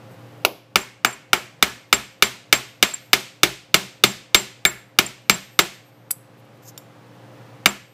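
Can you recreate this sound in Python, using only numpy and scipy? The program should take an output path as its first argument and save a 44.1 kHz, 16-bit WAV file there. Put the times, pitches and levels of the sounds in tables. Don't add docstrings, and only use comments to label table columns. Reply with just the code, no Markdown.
import sys
import numpy as np
from scipy import signal
from scipy.fft import rfft, irfft, next_fast_len
from scipy.io import wavfile
from scipy.ndimage import uniform_filter1d, map_coordinates

SR = 44100
rng = np.random.default_rng(int(sys.argv[2]) if len(sys.argv) > 2 else 0)


def nominal_scale(level):
    x = np.asarray(level, float) / 20
    return 10 ** x


def unload_audio(sound):
    columns = np.transpose(np.atleast_2d(sound))
    steps = np.round(np.clip(columns, -1, 1) * 32767)
    wavfile.write(sys.argv[1], SR, steps.astype(np.int16))


N = 349713

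# (frequency [Hz], width [Hz], level [dB])
VISE_MODES = [(762, 90, -4.5), (1251, 160, 3), (1435, 270, -2.5), (1727, 59, -8), (2133, 45, 1.5),
              (2323, 65, 1.5), (2913, 180, -1), (3334, 150, -15.5), (3621, 160, 0), (4200, 200, -12.5),
              (4768, 360, -8), (5113, 130, -8), (5790, 200, -8), (8120, 580, -15.5), (10960, 1100, -21)]
REST_S = 6.105
MIC_TOP_HZ = 15350


def along(points, hz):
    f, v = np.transpose(points)
    return np.interp(np.log(hz + 1), np.log(f + 1), v)


def unit(x):
    return x / np.sqrt(np.mean(x ** 2) + 1e-20)


def filtered(x, response):
    m = 2 * next_fast_len(len(x) // 2 + 4096)
    return irfft(rfft(x, m) * response(np.fft.rfftfreq(m, 1 / SR)), m)[:len(x)]


def causal(gain):
    def response(hz):
        c = irfft(np.log(gain(hz) + 1e-6))
        half = len(c) // 2
        folded = np.r_[c[0], 2 * c[1:half], np.zeros(len(c) - half)]
        return np.exp(rfft(folded, 2 * len(hz) - 2))
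    return response


def low_cut(hz, corner_hz, order):
    return (1j * hz / (corner_hz + 1j * hz)) ** order


def body(modes, scatter_db=0):
    luck = nominal_scale(scatter_db * rng.standard_normal(len(modes)))

    def response(hz):
        total = 0
        for k, (centre, width, db) in enumerate(modes):
            resonance = 1j * hz * width / (centre * centre - hz * hz + 1j * hz * width)
            total = total + (-1) ** k * luck[k] * nominal_scale(db) * resonance
        return total
    return response


def fade(t, t60):
    return nominal_scale(-60 * t / t60)


def dying_tone(t, hz, db, t60):
    return nominal_scale(db) * fade(t, t60) * np.sin(2 * np.pi * hz * t)


def add(track, s, x):
    part = track[round(s * SR):][:len(x)]
    part += x[:len(part)]


def shop(x, near_db, far_db, spread=None):
    # (frequency [Hz], t60 [s])
    near_decay = [(60, .3), (300, 0.3), (2000, 0.091), (8000, 0.062), (15000, 0.035)]
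    # (frequency [Hz], t60 [s])
    far_decay = [(60, 0.77), (300, 0.27), (2000, 0.48), (8000, 0.41), (11000, 0.32), (15500, 0.25)]
    # (frequency [Hz], level [dB])
    wall_colour = [(40, -10.5), (150, 9), (500, -1.5), (1200, 0), (1950, -5), (2200, -3.5), (4000, -6.5),
                   (8600, -1), (9600, -5.5), (11500, 4), (15500, -5)]
    hz, t, z = signal.stft(rng.standard_normal(SR // 2), SR, nperseg=256)
    near = nominal_scale(near_db) * fade(t, along(near_decay, hz)[:, None])
    far = nominal_scale(far_db) * fade(t, along(far_decay, hz)[:, None])
    colour = nominal_scale(along(wall_colour, hz))[:, None]
    tail = signal.istft(z * colour * (near + far), SR, nperseg=256)[1]
    tail = tail * np.clip(np.arange(len(tail)) / SR / 0.0033 - .6, 0, 1)
    wet = signal.fftconvolve(x if spread is None else spread, tail)
    add(wet, 0, x)
    return wet


def fan():
    # (frequency [Hz], rms level [dB])
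    hum = [(118.4, -49.5), (236.9, -68.5), (296.1, -55.5), (349.9, -66), (527.6, -55.5), (705.2, -66.5),
           (812.9, -64.5), (1120, -69.5)]
    # (frequency [Hz], level [dB per Hz])
    air_colour = [(18, -72.5), (30, -41.5), (59, -31), (81, -26), (109, -3), (189, -8.5), (295, -15),
                  (404, -13.5), (526, -11.5), (584, -13.5), (2680, -26.5), (9970, -43), (15400, -44),
                  (16500, -72)]
    air_db = -47.5
    t = np.arange(N) / SR

    def slow(rate_hz):
        points = rng.standard_normal(int(N * rate_hz / SR) + 4)
        return map_coordinates(points, [t * rate_hz], order=1)

    out = np.zeros(N)
    for hz, db in hum:
        level = nominal_scale(db + 3.5 + 1.5 * slow(28))
        out += level * np.sin(2 * np.pi * hz * t + .5 * slow(2.2))
    air = unit(filtered(rng.standard_normal(N), lambda hz: nominal_scale(along(air_colour, hz))))
    return out + nominal_scale(air_db + 1.5 + .8 * slow(3.1)) * air


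def turn():
    # (frequency [Hz], level [dB], t60 [s])
    turn_modes = [(2960, -13, 0.038), (3700, -4, 0.032), (4680, -6, 0.027), (5560, -2, 0.034),
                  (7310, 4, 0.015), (9900, -18.5, 0.1), (11840, -2.5, 0.065), (13500, -16, .04)]
    turn_s, turn_db = 6.7773, -30
    out, t = np.zeros(N), np.arange(SR // 5) / SR
    ring = sum(dying_tone(t, hz, db, t60) for hz, db, t60 in turn_modes)
    click = 1.16 * rng.standard_normal(len(t)) * fade(t, 0.017)
    direct = nominal_scale(turn_db) * (ring + click)
    spread = nominal_scale(turn_db) * (.25 * ring + click)
    add(out, turn_s, shop(direct, near_db=-39, far_db=-38.5, spread=spread))
    return out


def scrapes():
    # (time [s], length [s], level [dB], lowest frequency [Hz])
    strokes = [(0, 0.53, -68.5, 5220), (0.089, .07, -63.5, 5940), (3.055, 0.0098, -55.5, 9160),
               (5.218, .008, -57.5, 8950), (5.874, .03, -62.5, 8000), (6.105, .013, -24, 3960),
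               (6.108, .0025, -14, 6120), (6.1116, .001, -16, 6160), (6.1125, .0025, -12, 6000),
               (6.37, .04, -61, 5990), (6.445, .012, -64, 6100), (6.528, 0.064, -68, 6000),
               (7.126, .05, -69.5, 9000)]
    # (time [s], length [s], level [dB], lowest frequency [Hz])
    drags = [
        (6.621, .03, -52.5, 5000),
        (6.642, 0.07, -44.5, 3500),
        (6.673, .03, -39.5, 3500),
    ]
    # (frequency [Hz], width [Hz], level [dB])
    grit = [(4803, 100, -0.5), (6400, 820, -1.5), (8120, 500, -0.5), (10600, 300, 6.5), (12400, 880, 0.5),
            (13700, 280, 0), (14650, 610, -9)]
    # (frequency [Hz], width [Hz], level [dB])
    brass = [(5100, 600, -1), (6500, 550, 5), (7440, 340, -0.5), (10350, 900, -6), (12960, 1200, -2.5),
             (14000, 900, -4.5)]
    grains_per_s = 2000
    out, t = np.zeros(N), np.arange(SR // 2) / SR
    for (s, length, db, low_hz), metal in [(row, grit) for row in strokes] + [(row, brass) for row in drags]:
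        chance = rng.random((2, len(t)))
        sizes = nominal_scale(-3 * np.log(chance[1] + 1e-9))
        grains = (chance[0] < grains_per_s / SR) * sizes
        grains = grains + 0.27 * rng.standard_normal(len(t))
        stroke = np.abs(np.sin(np.pi * np.clip(t / length, 0, 1))) ** 0.55
        ring = body(metal, scatter_db=2)
        sound = filtered(grains * stroke, lambda hz: low_cut(hz, low_hz, 2) * (ring(hz) + nominal_scale(-10.0)))
        sound = unit(sound[:round((length + .01) * SR)])
        add(out, s, shop(nominal_scale(db - 3.0) * sound, near_db=-32, far_db=-53.5))
    return out


def hinge():
    # (time [s], time in the air [s], ring level [dB], side modes under it [dB], landing tick level [dB])
    jumps = [(.764, .072, -37, 0.5, -45), (1.054, 0.057, -33.5, -2, -70), (1.127, 0.014, -41, 1.5, -30.5),
             (1.340, 0.055, -39.5, -10.5, -48), (1.695, 0.0072, -38, -16, -44),
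             (1.933, 0.027, -20.5, -15, -48.5), (2.230, .045, -31.5, -3, -46.5),
             (2.533, 0.045, -31, -13, -63), (2.832, 0.084, -31, -17.5, -48),
             (2.937, 0.0092, -23, -13, -19.5), (2.951, .008, -41, -4, -26.5),
             (3.745, 0.031, -25.5, -13, -48.5), (4.046, 0.071, -30.5, -18.5, -43.5),
             (4.352, 0.035, -18, -24, -35), (4.392, 0.015, -29.5, -5, -44),
             (4.658, 0.049, -25.5, -3.5, -33.5), (4.994, .03, -37.5, -2.5, -49.5),
             (5.062, 0.0062, -31, -6.5, -38.5), (5.302, 0.049, -23.5, -17.5, -51.5),
             (5.597, 0.027, -27, -12, -45), (6.107, 0.0047, -67, -3, -23.5), (7.664, 0.042, -31, -6, -40.5)]
    # (frequency [Hz], t60 in the air [s])
    leaf_modes = [(7470, 0.59), (7200, 0.25), (8830, 0.056)]
    buzz_db, buzz_hz = -2.5, 8000
    out, t = np.zeros(N), np.arange(SR // 6) / SR
    for s, air_s, ring_db, side_db, tick_db in jumps:
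        levels = ring_db + np.r_[0, side_db + rng.normal(0, 2, 2)]
        choked = fade(np.clip(t - air_s, 0, 1), 0.017)
        tumble = nominal_scale(4.5 * np.interp(t * 150, np.arange(30), rng.standard_normal(30)))
        free = np.clip(t / .002, 0, 1) * choked * tumble
        ring = np.zeros(len(t))
        for db, (hz, t60) in zip(levels, leaf_modes):
            ring += dying_tone(t, hz * rng.normal(1, 0.00074), db + 11.5, t60)
        chatter = filtered(rng.standard_normal(len(t)), lambda hz: low_cut(hz, buzz_hz, 3))
        buzz = nominal_scale(ring_db + side_db + buzz_db) * chatter
        noise = rng.standard_normal(len(t)) * fade(t, 0.014)
        tick = nominal_scale(-15.5) * filtered(noise, body(VISE_MODES))
        tick += filtered(noise, body([(1300, 500, -7.5), (2450, 850, -5.5)]))
        tick += nominal_scale(-23.5) * noise
        sound = free * (ring + buzz) + nominal_scale(tick_db + 22.5) * tick
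        add(out, s, shop(sound, near_db=-41.5, far_db=-52.5))
    return out


def hammer():
    # (time [s], strength [dB], how flat the hinge lies [0-1], weight into the bench [dB],
    # ring of the hammer head [dB])
    blows = [(0.45, -1, 0.35, -3.5, -94.5), (0.758, 2, 0.47, 2, -91), (1.048, 1.5, 0.21, -0.5, -89),
             (1.332, 3, 0.5, 0.5, -78), (1.626, 4.5, 0.66, 1, -67.5), (1.928, 4.5, 0.73, 3.5, -62),
             (2.224, 5.5, 0.88, -1, -74.5), (2.527, 6, 0.83, -0.5, -63.5), (2.827, 5.5, 0.87, 1, -55.5),
             (3.132, 6, 1.01, 0, -66), (3.433, 5.5, .9, 3.5, -72.5), (3.743, 6, 0.98, 1.5, -67.5),
             (4.038, 6.5, 1, 6, -74.5), (4.346, 7, 0.99, 1, -70.5), (4.652, 3, 0.54, 2.5, -76),
             (4.988, 5, 0.78, 5.5, -64.5), (5.297, 5, 0.82, 2.5, -56.5), (5.591, 5.5, 0.87, 2.5, -58.5),
             (7.659, 2.5, .5, 0.5, -59.5)]
    # (frequency [Hz], level [dB per Hz])
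    crack = [(180, -45), (300, -14.5), (1870, -1), (2360, 1), (3030, -0.5), (3640, -3), (4300, -4),
             (12300, -18.5), (15500, -11.5), (16500, -37.5)]
    # (frequency [Hz], level [dB])
    flat_colour = [(700, -2.5), (1300, -4), (2200, -1), (2900, 0), (3600, 4), (6000, 2.5), (13000, 1.5)]
    # (frequency [Hz], width [Hz], level [dB])
    edge_modes = [(680, 360, -4), (1420, 120, -1), (2240, 120, -3.5), (2770, 350, -3.5), (4530, 110, -13.5),
                  (4650, 110, -16), (5190, 76, -7.5), (5850, 220, -13.5)]
    # (frequency [Hz], level [dB])
    edge_colour = [(300, 8.5), (650, 7), (1350, -7), (1850, -13), (2500, -2), (5000, -2), (8500, -10.5),
                   (11500, 5)]
    # (frequency [Hz], level [dB])
    glance_colour = [(600, -3.5), (1100, -6), (1700, 3.5), (2200, 0), (3000, -4.5), (3700, -0.5),
                     (6000, -6.5), (12000, 4)]
    # (frequency [Hz], width [Hz], level [dB])
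    bench = [(62, 25, -17.5), (127.5, 3.9, -12), (197.1, 27, -9), (292, 70, -6.5), (338, 70, -4.5),
             (406, 35, -2), (582, 39, -2.5)]
    # (frequency [Hz], width [Hz], level [dB])
    screw_modes = [(694, 83, 3.5), (1708, 11, 30), (2200, 18, 28)]
    # (frequency [Hz], level [dB], t60 [s])
    head_modes = [(13230, -1, 1.6), (8240, -5, 1.1)]
    # (time [s], level [dB])
    jolts = [
        (2.527, -34),
        (3.431, -33.5),
        (3.741, -28.5),
        (4.038, -30),
        (4.345, -24.5),
        (4.988, -33.5),
        (5.297, -33),
    ]
    edge_until_s, edge_db = .6, -2
    glance_s, glance_screw_db = 4.652, 2
    thump_db = -1
    crush_db, crush_s, crush_shape = -6, .007, 1.5
    fizz_db, fizz_hz, fizz_s = -8.5, 9000, 0.0059
    screw_bent_db, screw_near_db = 7, -10.5
    jolt_hz, jolt_t60_s = 30, 0.037

    out, t, long = np.zeros(N), np.arange(SR // 8) / SR, np.arange(SR) / SR
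    contacts = np.sort([row[0] for row in blows] + [REST_S, N / SR])
    impact = 1. * (np.arange(len(t)) == 40)
    late = np.clip(t - .001, 0, 1)
    push = late / 0.0011 * np.exp(1 - late / 0.00063)
    for s, db, flat, weight_db, head_db in blows:
        edge = s < edge_until_s
        glance = abs(s - glance_s) < .01

        def spot_db(hz):
            if edge:
                return along(edge_colour, hz)
            if glance:
                return along(glance_colour, hz)
            return (2 * flat - 1) * along(flat_colour, hz)

        noise = rng.standard_normal((2, len(t))) * np.clip(t / .0009 - 1, 0, 1)
        colour = causal(lambda hz: nominal_scale(along(crack, hz) + spot_db(hz)))
        crush = nominal_scale(crush_db) * filtered(noise[0] * np.exp(-(t / crush_s) ** crush_shape), colour)
        hiss = noise[1] * np.exp(-(t / fizz_s) ** crush_shape)
        fizz = nominal_scale(fizz_db) * filtered(hiss, lambda hz: low_cut(hz, fizz_hz, 4))

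        if edge:
            struck = [(hz, w, level + edge_db) for hz, w, level in edge_modes]
        else:
            struck = [(hz, w, level + spot_db(hz)) for hz, w, level in VISE_MODES]
        casting = filtered(nominal_scale(27.0) * impact, body(struck, scatter_db=2.07))
        thump = nominal_scale(thump_db + weight_db) * filtered(push, body(bench, scatter_db=2.57))
        screw_db = screw_bent_db * (.5 - flat) + glance_screw_db * glance
        screw = nominal_scale(screw_db) * filtered(impact, body(screw_modes, scatter_db=2)) * (not edge)

        direct = crush + fizz + casting + thump + nominal_scale(screw_near_db) * screw
        spread = nominal_scale(27.5) * filtered(impact, colour) + nominal_scale(-19.5) * casting + nominal_scale(-5.5) * thump + screw
        blow = shop(direct, near_db=-35.0, far_db=-47.0, spread=spread)
        add(out, s - .0012, nominal_scale(db + 10.5) * blow)

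        ring = sum(dying_tone(long, hz, head_db + 11 + level, t60) for hz, level, t60 in head_modes)
        swing = nominal_scale(4 * np.interp(long * 25, np.arange(26), rng.standard_normal(26)))
        add(out, s, ring * swing * (long < contacts[contacts > s][0] - s))
    for s, db in jolts:
        add(out, s, dying_tone(t, jolt_hz, db + 25, jolt_t60_s))
    return out


def scene():
    return (fan() + turn() + scrapes() + hinge() + hammer())[None]


def ducking(x, depth_db=11, recover_s=1.0, attack_s=.006, shape=0.84):
    t = np.arange(N) / SR
    loud = np.abs(uniform_filter1d(x, 9)) > .45
    last = np.maximum.accumulate(np.where(loud, t, -99))
    gain_db = -depth_db * np.exp(-((t - last) / recover_s) ** shape)
    pole = np.exp(-1 / (attack_s * SR))
    return nominal_scale(signal.lfilter([1 - pole], [1, -pole], gain_db))


def low_pass(x):
    return signal.sosfilt(signal.butter(12, 16360, fs=SR, output="sos"), x)


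def record(dry):
    x = filtered(dry[0], causal(lambda hz: nominal_scale(-40 * np.clip((hz - MIC_TOP_HZ) / 300, 0, 1))))
    x = x * ducking(x)
    x = x / (1 + np.abs(x / .99) ** 8) ** (1 / 8)
    x = filtered(x, lambda hz: low_cut(hz, 30, 2) * nominal_scale(-20 * np.clip((hz - MIC_TOP_HZ) / 1000, 0, 1)))
    mix = np.clip(x, -1, 1)[None]
    return low_pass(mix)


dry = scene()
out = record(dry)
unload_audio(out)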